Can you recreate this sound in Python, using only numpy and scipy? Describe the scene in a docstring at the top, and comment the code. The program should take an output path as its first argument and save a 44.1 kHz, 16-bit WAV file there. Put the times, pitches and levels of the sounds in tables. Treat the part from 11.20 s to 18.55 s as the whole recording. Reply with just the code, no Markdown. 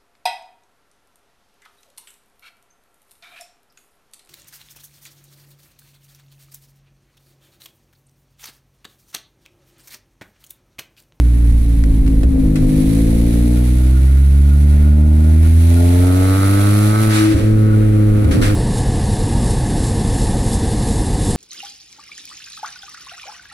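"""A four-cylinder car with a straight-through exhaust, heard on a phone inside the cabin.
It lugs through a corner, then pulls up through the revs with rising rasp and hiss until the throttle eases.
Firing orders are swept sines shaped by the cabin; exhaust notes are filtered pulses and pulsing noise.
Gas, burble, body rumble and tyres are coloured noise; trim ticks, and bumps thud and shake loose panels."""
import sys
import numpy as np
from scipy import signal
from scipy.fft import rfft, irfft
from scipy.io import wavfile
from scipy.ndimage import uniform_filter1d, minimum_filter1d

SR = 44100
rng = np.random.default_rng(int(sys.argv[2]) if len(sys.argv) > 2 else 0)


def store_pcm(level_fs):
    """Save levels as 16-bit WAV."""
    pcm = np.round(np.clip(level_fs, -1, 1) * 32767).astype(np.int16)
    wavfile.write(sys.argv[1], SR, np.atleast_2d(pcm).T)


N = 324135
T = np.arange(N) / SR

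# engine stumbles: boom dips, burble swells: (time [s], half length [s], burble level [dB])
ENGINE_STUMBLES = [(1.165, 0.054, -41), (6.17, 0.07, -26), (7.153, 0.12, -18.5)]
REFERENCE_HZ = 80  # firing rate from which boom and tyre levels are scaled


def undb(db):
    """Decibels to gain."""
    return 10 ** (np.asarray(db) / 20)


def unit(x):
    """Scale to rms 1."""
    return x / np.sqrt(np.mean(x ** 2))


def curve(table):
    """Join (time, value) points by straight lines."""
    time_s, value = np.transpose(table)
    return np.interp(T, time_s, value)


def colour(x, spectrum):
    """Filter by (Hz, dB) points, 12 dB per octave steeper beyond the ends; rms 1."""
    point_hz, point_db = np.transpose(spectrum)
    f = np.maximum(np.fft.rfftfreq(N, 1 / SR), 1)
    skirts = (np.minimum(f / point_hz[0], 1) * np.minimum(point_hz[-1] / f, 1)) ** 2
    gain = undb(np.interp(np.log(f), np.log(point_hz), point_db)) * skirts
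    return unit(irfft(rfft(x) * gain, N))


def walk(rate_hz):
    """Smooth random drift with about rate_hz new values a second; rms 1."""
    hold = int(SR / rate_hz)
    steps = np.repeat(rng.standard_normal(N // hold + 1), hold)[:N]
    return unit(uniform_filter1d(steps, hold))


def pan(left_over_right_db):
    """Left and right gains for a level difference."""
    return undb(np.array([[left_over_right_db], [-left_over_right_db]]) / 2)


def ring(start_s, t60_s, rise_s):
    """Envelope of something knocked: quick rise, exponential decay."""
    t = np.maximum(T - start_s, 0)
    return undb(-60 * t / t60_s) * (1 - np.exp(-t / rise_s))


def rise(hz, centre_hz, width_hz):
    """Soft switch from 0 to 1 as the firing rate passes a threshold."""
    return 1 / (1 + np.exp((centre_hz - hz) / width_hz))


def swell(centre_s, half_s):
    """Bell-shaped envelope."""
    return np.exp(-((T - centre_s) / half_s) ** 2)


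def ports(x, diffuse_db):
    """Direct sound reaches the right port first; scattered sound follows its loudness, unlike at each port."""
    lag_samples = 22
    loudness = np.sqrt(np.abs(uniform_filter1d(x ** 2, size=100)))
    direct = np.array([np.roll(x, lag_samples), x])
    return direct + undb(diffuse_db) * loudness * rng.standard_normal((2, N))


def cabin(x, wet_db, t60_s, lag_s, apart):
    """Short reflections off glass and seats smear pulses in time (phase only), a little differently at each port."""
    t = T[:SR // 5]
    echoes = rng.standard_normal((3, len(t))) * undb(-60 * t / t60_s)
    echoes = echoes / np.sqrt(np.sum(echoes ** 2, axis=1, keepdims=True))
    echoes = rfft(echoes, N)
    shared_turn = np.angle(1 + undb(wet_db) * echoes[0])
    port_turns = np.angle(1 + apart * echoes[1:])
    left, right = irfft(rfft(x) * np.exp(1j * (shared_turn + port_turns)), N)
    return np.array([np.roll(left, round(lag_s * SR)), right])  # right port leads


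def firings(turns, scatter_db, jitter_s, cylinder_db):
    """One pulse a firing; the four cylinders differ a little, and so does every cycle."""
    times_s = np.interp(np.arange(1, int(turns[-1])), turns, T)
    chance = rng.standard_normal((len(times_s), 2))
    cylinders = np.resize([0.23, -1.03, 0.39, -0.61], len(times_s))
    size = undb(scatter_db * chance[:, 0] + cylinder_db * cylinders)
    at = np.round((times_s + jitter_s * chance[:, 1]) * SR)
    return np.bincount(np.clip(at, 0, N - 1).astype(int), size, N)


def puffs(turns, depth, grain_db):
    """Turbulence that swells once a firing and comes in small grains."""
    pulsing = 1 + depth * np.cos(2 * np.pi * turns)
    return rng.standard_normal(N) * pulsing * undb(grain_db * walk(700))


def road(hz):
    """The body rumbles on its springs; tyre roar grows with the firing rate, as they turn with the engine."""
    # body rumble, strongest in the corner: (time [s], level [dB])
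    rumble_level = [(0, -41), (.3, -16.5), (1.2, -17), (1.8, -16.5), (2.7, -28), (4.2, -27), (5.3, -35),
                    (6.4, -25), (7.35, -20.5)]
    # rumble spectrum: (frequency [Hz], density [dB per Hz])
    body_spectrum = [(12, -11), (24, -5.5), (31, -1), (40, -4), (100, -19.5)]
    # tyre spectrum: (frequency [Hz], density [dB per Hz])
    tyre_spectrum = [(100, -3), (350, 6), (600, -5), (1000, -13.5), (1500, -10), (2050, -9), (3000, -17.5),
                     (6000, -31), (10000, -22.5), (15000, -33)]
    tyre_ref_db, tyre_db_per_octave = -37.5, 11.5
    tyre_db = tyre_ref_db + tyre_db_per_octave * np.log2(hz / REFERENCE_HZ)
    rumble = colour(rng.standard_normal(N), body_spectrum)
    tyres = colour(ports(rng.standard_normal(N), diffuse_db=4.5), tyre_spectrum)
    return rumble * undb(curve(rumble_level)) + tyres * undb(tyre_db + 1.4 * walk(6))


def thuds():
    """Jolts ring the cabin air as decaying sines and knock on the floor pan as noise bursts."""
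    # jolts: (time [s], pitch [Hz], level before rise [dB], 60 dB decay [s])
    jolts = [(1.033, 64.5, -2.5, 0.57), (6.145, 76.6, 0, 0.15), (7.047, 75, -5.5, 0.4),
             (7.175, 88, -3.5, .14), (7.217, 292, -2.5, 0.041)]
    floor_spectrum = [(150, -7.5), (290, -1), (550, -15.0), (900, -30)]  # Hz, dB per Hz
    air, knocks = 0, 0
    for start_s, pitch_hz, db, t60_s in jolts:
        tone = np.sin(2 * np.pi * pitch_hz * (T - start_s))
        air = air + undb(db) * ring(start_s, t60_s, rise_s=0.0035) * tone
        knocks = knocks + undb(db) * ring(start_s, t60_s=0.19, rise_s=0.00056)
    floor = colour(ports(rng.standard_normal(N), diffuse_db=-0.5), floor_spectrum)
    return air + knocks * undb(-13.5) * floor


def trim(turns):
    """Plastic trim ticks as the body twists, and loose panels buzz when shaken: noise under knock envelopes."""
    # ticks: (time [s], level before rise [dB], 60 dB decay [s])
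    tick_events = [(0.638, -23.5, 0.017), (.864, -35, 0.041), (0.877, -32.5, 0.036), (1.032, -29.5, 0.073),
                   (1.357, -25.5, 0.084), (7.045, -32, 0.04)]
    # panel buzzes: (time [s], level before rise [dB], 60 dB decay [s], rise [s])
    buzz_events = [(1.36, -35, 0.37, 0.0028), (5.89, -8, 0.73, 0.088), (5.955, -12, 0.099, 0.019),
                   (7.109, -24, 0.38, 0.0036), (7.212, -15.5, 0.36, 0.019)]
    # trim spectrum: (frequency [Hz], density [dB per Hz])
    trim_spectrum = [(300, -13), (900, -6), (1600, 0.5), (2200, -1), (3000, -6), (4200, -6.5), (6500, -12),
                     (10000, -9.5), (15000, -27)]
    ticks = sum(undb(db) * ring(s, t60_s, rise_s=0.0002) for s, db, t60_s in tick_events)
    shake = sum(undb(db) * ring(s, t60_s, rise_s) for s, db, t60_s, rise_s in buzz_events)
    buzz = colour(ports(puffs(turns, depth=0.075, grain_db=0.5), diffuse_db=2.5), trim_spectrum)
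    plastic = colour(rng.standard_normal((2, N)), trim_spectrum)
    return ticks * plastic * pan(2.2) + shake * buzz


def gas(turns, throttle):
    """Gas rushes louder as the throttle opens, fluttering with the firings; brighter at the right port."""
    # rush spectrum: (frequency [Hz], density [dB per Hz])
    gas_spectrum = [(700, -0.5), (1500, -1.5), (2200, 3.5), (3000, -2), (4000, 0), (5100, -6), (6300, -4.5),
                    (7300, -6.5), (8800, -1.5), (10400, 3.5), (12000, -3.5), (15500, -14.5)]
    shut_db, opening_db = -45.5, 19  # throttle shut; added when wide open
    flow = colour(ports(puffs(turns, depth=0.049, grain_db=1.5), diffuse_db=9.5), gas_spectrum)
    top = signal.sosfilt(signal.butter(1, 6000, "high", fs=SR, output="sos"), flow)
    flow = flow + (pan(-6) - 1) * top
    return flow * undb(shut_db + opening_db * throttle + 0.74 * walk(25))


def burble(turns, lugging):
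    """Uneven combustion fills the gaps between orders with noise when the engine lugs or stumbles."""
    # shared part's spectrum: (frequency [Hz], density [dB per Hz])
    pipe_spectrum = [(30, -9), (60, 5.5), (110, 10.5), (270, 0.5), (330, -2.5), (400, -8.5), (700, -28)]
    apart_spectrum = [(180, -12), (280, 10.5), (350, -19.5), (450, -12)]  # Hz, dB per Hz
    smooth_db, lug_db = -34, 10.5  # running smoothly; added when lugging
    shared = colour(puffs(turns, depth=0.36, grain_db=-4), pipe_spectrum)
    apart = colour(rng.standard_normal((2, N)), apart_spectrum)  # differs between the ports
    stumbling = sum(undb(db) * swell(s, half_s) for s, half_s, db in ENGINE_STUMBLES)
    return (shared + undb(-1.5) * apart) * (undb(smooth_db + lug_db * lugging) + stumbling)


def exhaust(hz, turns, throttle, lugging, bark_db):
    """Firings growl when lugging or coasting, bark when pulling; at high revs their fronts ring the thin pipe."""
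    # growl spectrum: (frequency [Hz], density [dB per Hz])
    growl_spectrum = [(300, 5), (360, -6), (440, 0), (505, 5), (570, -15.5), (650, -9), (1000, -30)]
    # bark spectrum: (frequency [Hz], density [dB per Hz])
    bark_spectrum = [(330, -10.5), (440, 4.5), (510, -5), (600, 6), (700, -1), (860, -4), (1100, -10.5),
                     (1500, -26)]
    # pipe wall rasp spectrum: (frequency [Hz], density [dB per Hz])
    rasp_spectrum = [(750, -10), (900, -7), (1100, -0.5), (1300, 5), (1490, 0.5), (1700, -12), (2150, -10),
                     (3100, -37), (4000, -13.5), (5500, -26)]
    # whistle spectrum: (frequency [Hz], density [dB per Hz])
    whistle_spectrum = [(1200, -2.5), (1370, 1), (1430, 9), (1500, -7), (1700, -20)]
    growl_db, growl_lug_db = 2.5, 2  # relative to bark; added when lugging
    rasp_shut_db, rasp_opening_db = -43, 17  # throttle shut; added when wide open
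    racing = rise(hz, centre_hz=90.1, width_hz=1.9)
    pulling = rise(hz, centre_hz=61.8, width_hz=2.9) * (1 - racing * (1 - throttle))

    even = 1 / np.sqrt(hz)  # equal power at every firing rate
    blows = unit(even * firings(turns, scatter_db=2.0, jitter_s=.00003, cylinder_db=-1.0))
    rough = unit(puffs(turns, depth=0.21, grain_db=-0.5)) * hz / hz.mean()  # faster gas is rougher
    blows = cabin(blows + undb(-8) * rough, wet_db=8, t60_s=.05, lag_s=.0003, apart=.5)

    growl_noise = ports(unit(puffs(turns, depth=0.45, grain_db=4.0)), diffuse_db=-3)
    growl = colour(blows + undb(-7) * growl_noise, growl_spectrum)
    growl = growl * undb(growl_db + growl_lug_db * lugging)
    note = (1 - pulling) * growl + pulling * colour(blows, bark_spectrum)

    fronts = even * firings(turns, scatter_db=1.2, jitter_s=.00001, cylinder_db=1.5)
    fronts = cabin(fronts, wet_db=1, t60_s=.025, lag_s=.00052, apart=.6)
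    rasp = colour(fronts, rasp_spectrum) * undb(2 * walk(14))
    rasp = racing * rasp * undb(rasp_shut_db + rasp_opening_db * throttle)

    # faint wavering whistle once the engine runs freely
    whistle = colour(ports(rng.standard_normal(N), diffuse_db=-16.0), whistle_spectrum)
    whistle = unit(whistle * undb(3.6 * walk(25)))
    whistle = whistle * rise(hz, centre_hz=59.2, width_hz=0.77) * undb(-44)
    return note * undb(bark_db) + rasp + whistle


def boom(hz, turns, bark_db):
    """Low firing orders sweep through the cabin's standing waves; harder firings favour the upper ones."""
    # orders 1 to 6: (reference level before cabin response [dB], slope [dB per octave of revs],
    # slope [dB per dB of bark], level change in a stumble [dB])
    firing_orders = [(-8, 3.7, -0.24, -10.5), (-11.5, 15, 0.21, -9.5), (-6, 4.5, .5, -6.5),
                     (-9, 7, 0.68, -6), (-12, -12, 0.54, 2), (-17.5, -12.5, .87, -24)]
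    # cabin response: (frequency [Hz], gain [dB])
    cabin_response = [(51, -16), (54, -4), (68, -1.5), (84, 1.5), (98, -5.5), (110, -3), (140, -3.5),
                      (165, -14.5), (192, -22), (210, -15), (245, -13.5), (280, -16.5), (322, -18),
                      (380, -33), (415, -27.5)]
    # standing waves at the two ports: (frequency [Hz], left minus right [dB], left lead [rad])
    port_waves = [(60, -1.1, 0), (105, -1.2, -.12), (165, 2.2, -.15), (220, 3.5, .1), (290, 2.4, .3),
                  (330, 3, .9), (410, 2.5, 2.2), (520, -1.5, 0)]
    reference_bark_db, waver_db, spread_rad = -35, 0.5, .3
    port_hz, balance_db, lead_rad = np.transpose(port_waves)
    cabin_hz, cabin_db = np.transpose(cabin_response)
    stumble = sum(swell(s, half_s) for s, half_s, _ in ENGINE_STUMBLES)
    sides = np.array([[1], [-1]]) / 2
    out = 0
    for k, (db, per_octave, per_bark, stumble_db) in enumerate(firing_orders, 1):
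        db = db + per_octave * np.log2(hz / REFERENCE_HZ)
        db = db + per_bark * (bark_db - reference_bark_db) + stumble_db * stumble
        db = db + np.interp(np.log(k * hz), np.log(cabin_hz), cabin_db)
        db = db + np.sqrt(k) * waver_db * walk(22)
        if k == 3:  # flares as the throttle shuts
            db = db + 13 * swell(6.07, half_s=0.12)
        db = db + sides * np.interp(k * hz, port_hz, balance_db)
        phase = 2 * np.pi * k * turns - spread_rad * k ** 2  # higher orders arrive a little later
        phase = phase + sides * np.interp(k * hz, port_hz, lead_rad)
        out = out + undb(db) * np.sqrt(2) * np.cos(phase)
    return out


def scene():
    """Revs and throttle drive the engine, road and cabin sounds, summed."""
    # engine speed: (time [s], firing rate [Hz])
    revs = [(0.0, 58.96), (0.48, 56.86), (0.82, 53.66), (1.02, 54.76), (1.35, 51.75), (1.62, 51.86),
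            (1.71, 54.73), (2.43, 60.59), (3.02, 68.05), (3.45, 72.55), (3.81, 74.93), (4.3, 80.87),
            (4.84, 89.97), (5.24, 97.2), (5.83, 109), (5.96, 106.6), (6.36, 107.9), (7.35, 103.1)]
    # exhaust bark: (time [s], level [dB])
    bark_level = [(0, -48), (.45, -47), (1.3, -33), (2.1, -29.5), (2.6, -38), (3.0, -48.5), (3.4, -42),
                  (3.75, -37.5), (4.05, -35.5), (4.37, -41.5), (4.6, -28.5), (4.95, -27.5), (5.25, -31),
                  (6.1, -29.5), (6.65, -31.5), (7.35, -29)]
    # throttle: (time [s], opening [0-1])
    throttle_opening = [(0, .09), (1.3, 0.13), (1.6, 0.55), (2.5, 0.42), (3.05, 0.25), (3.45, 0.29),
                        (3.85, 0.09), (4.35, 0.51), (4.58, 0.81), (4.85, 0.71), (5.3, 0.87), (6.03, 1),
                        (6.15, 0.14), (6.33, 0.06), (7.1, 0.16), (7.35, 0.4)]
    hz, bark_db = curve(revs), curve(bark_level)
    throttle = curve(throttle_opening).clip(0, 1)
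    lugging = 1 - rise(hz, centre_hz=55.6, width_hz=2.3)
    turns = np.cumsum(hz) / SR  # one turn a firing
    background = road(hz) + thuds() + trim(turns)
    flow = gas(turns, throttle) + burble(turns, lugging)
    return background + flow + exhaust(hz, turns, throttle, lugging, bark_db) + boom(hz, turns, bark_db)


def record(dry):
    """The phone's limiter ducks the loudest peaks on both channels; the top is cut above 15.7 kHz."""
    ceiling, window_samples = np.sqrt(.5), 1200
    need = np.minimum(1, ceiling / np.maximum(np.abs(dry).max(axis=0), 1e-9))
    gain = uniform_filter1d(minimum_filter1d(need, size=window_samples), size=window_samples)
    return signal.sosfilt(signal.ellip(10, .1, 80, 15700, fs=SR, output="sos"), dry * gain)


dry = scene()
out = record(dry)
store_pcm(out)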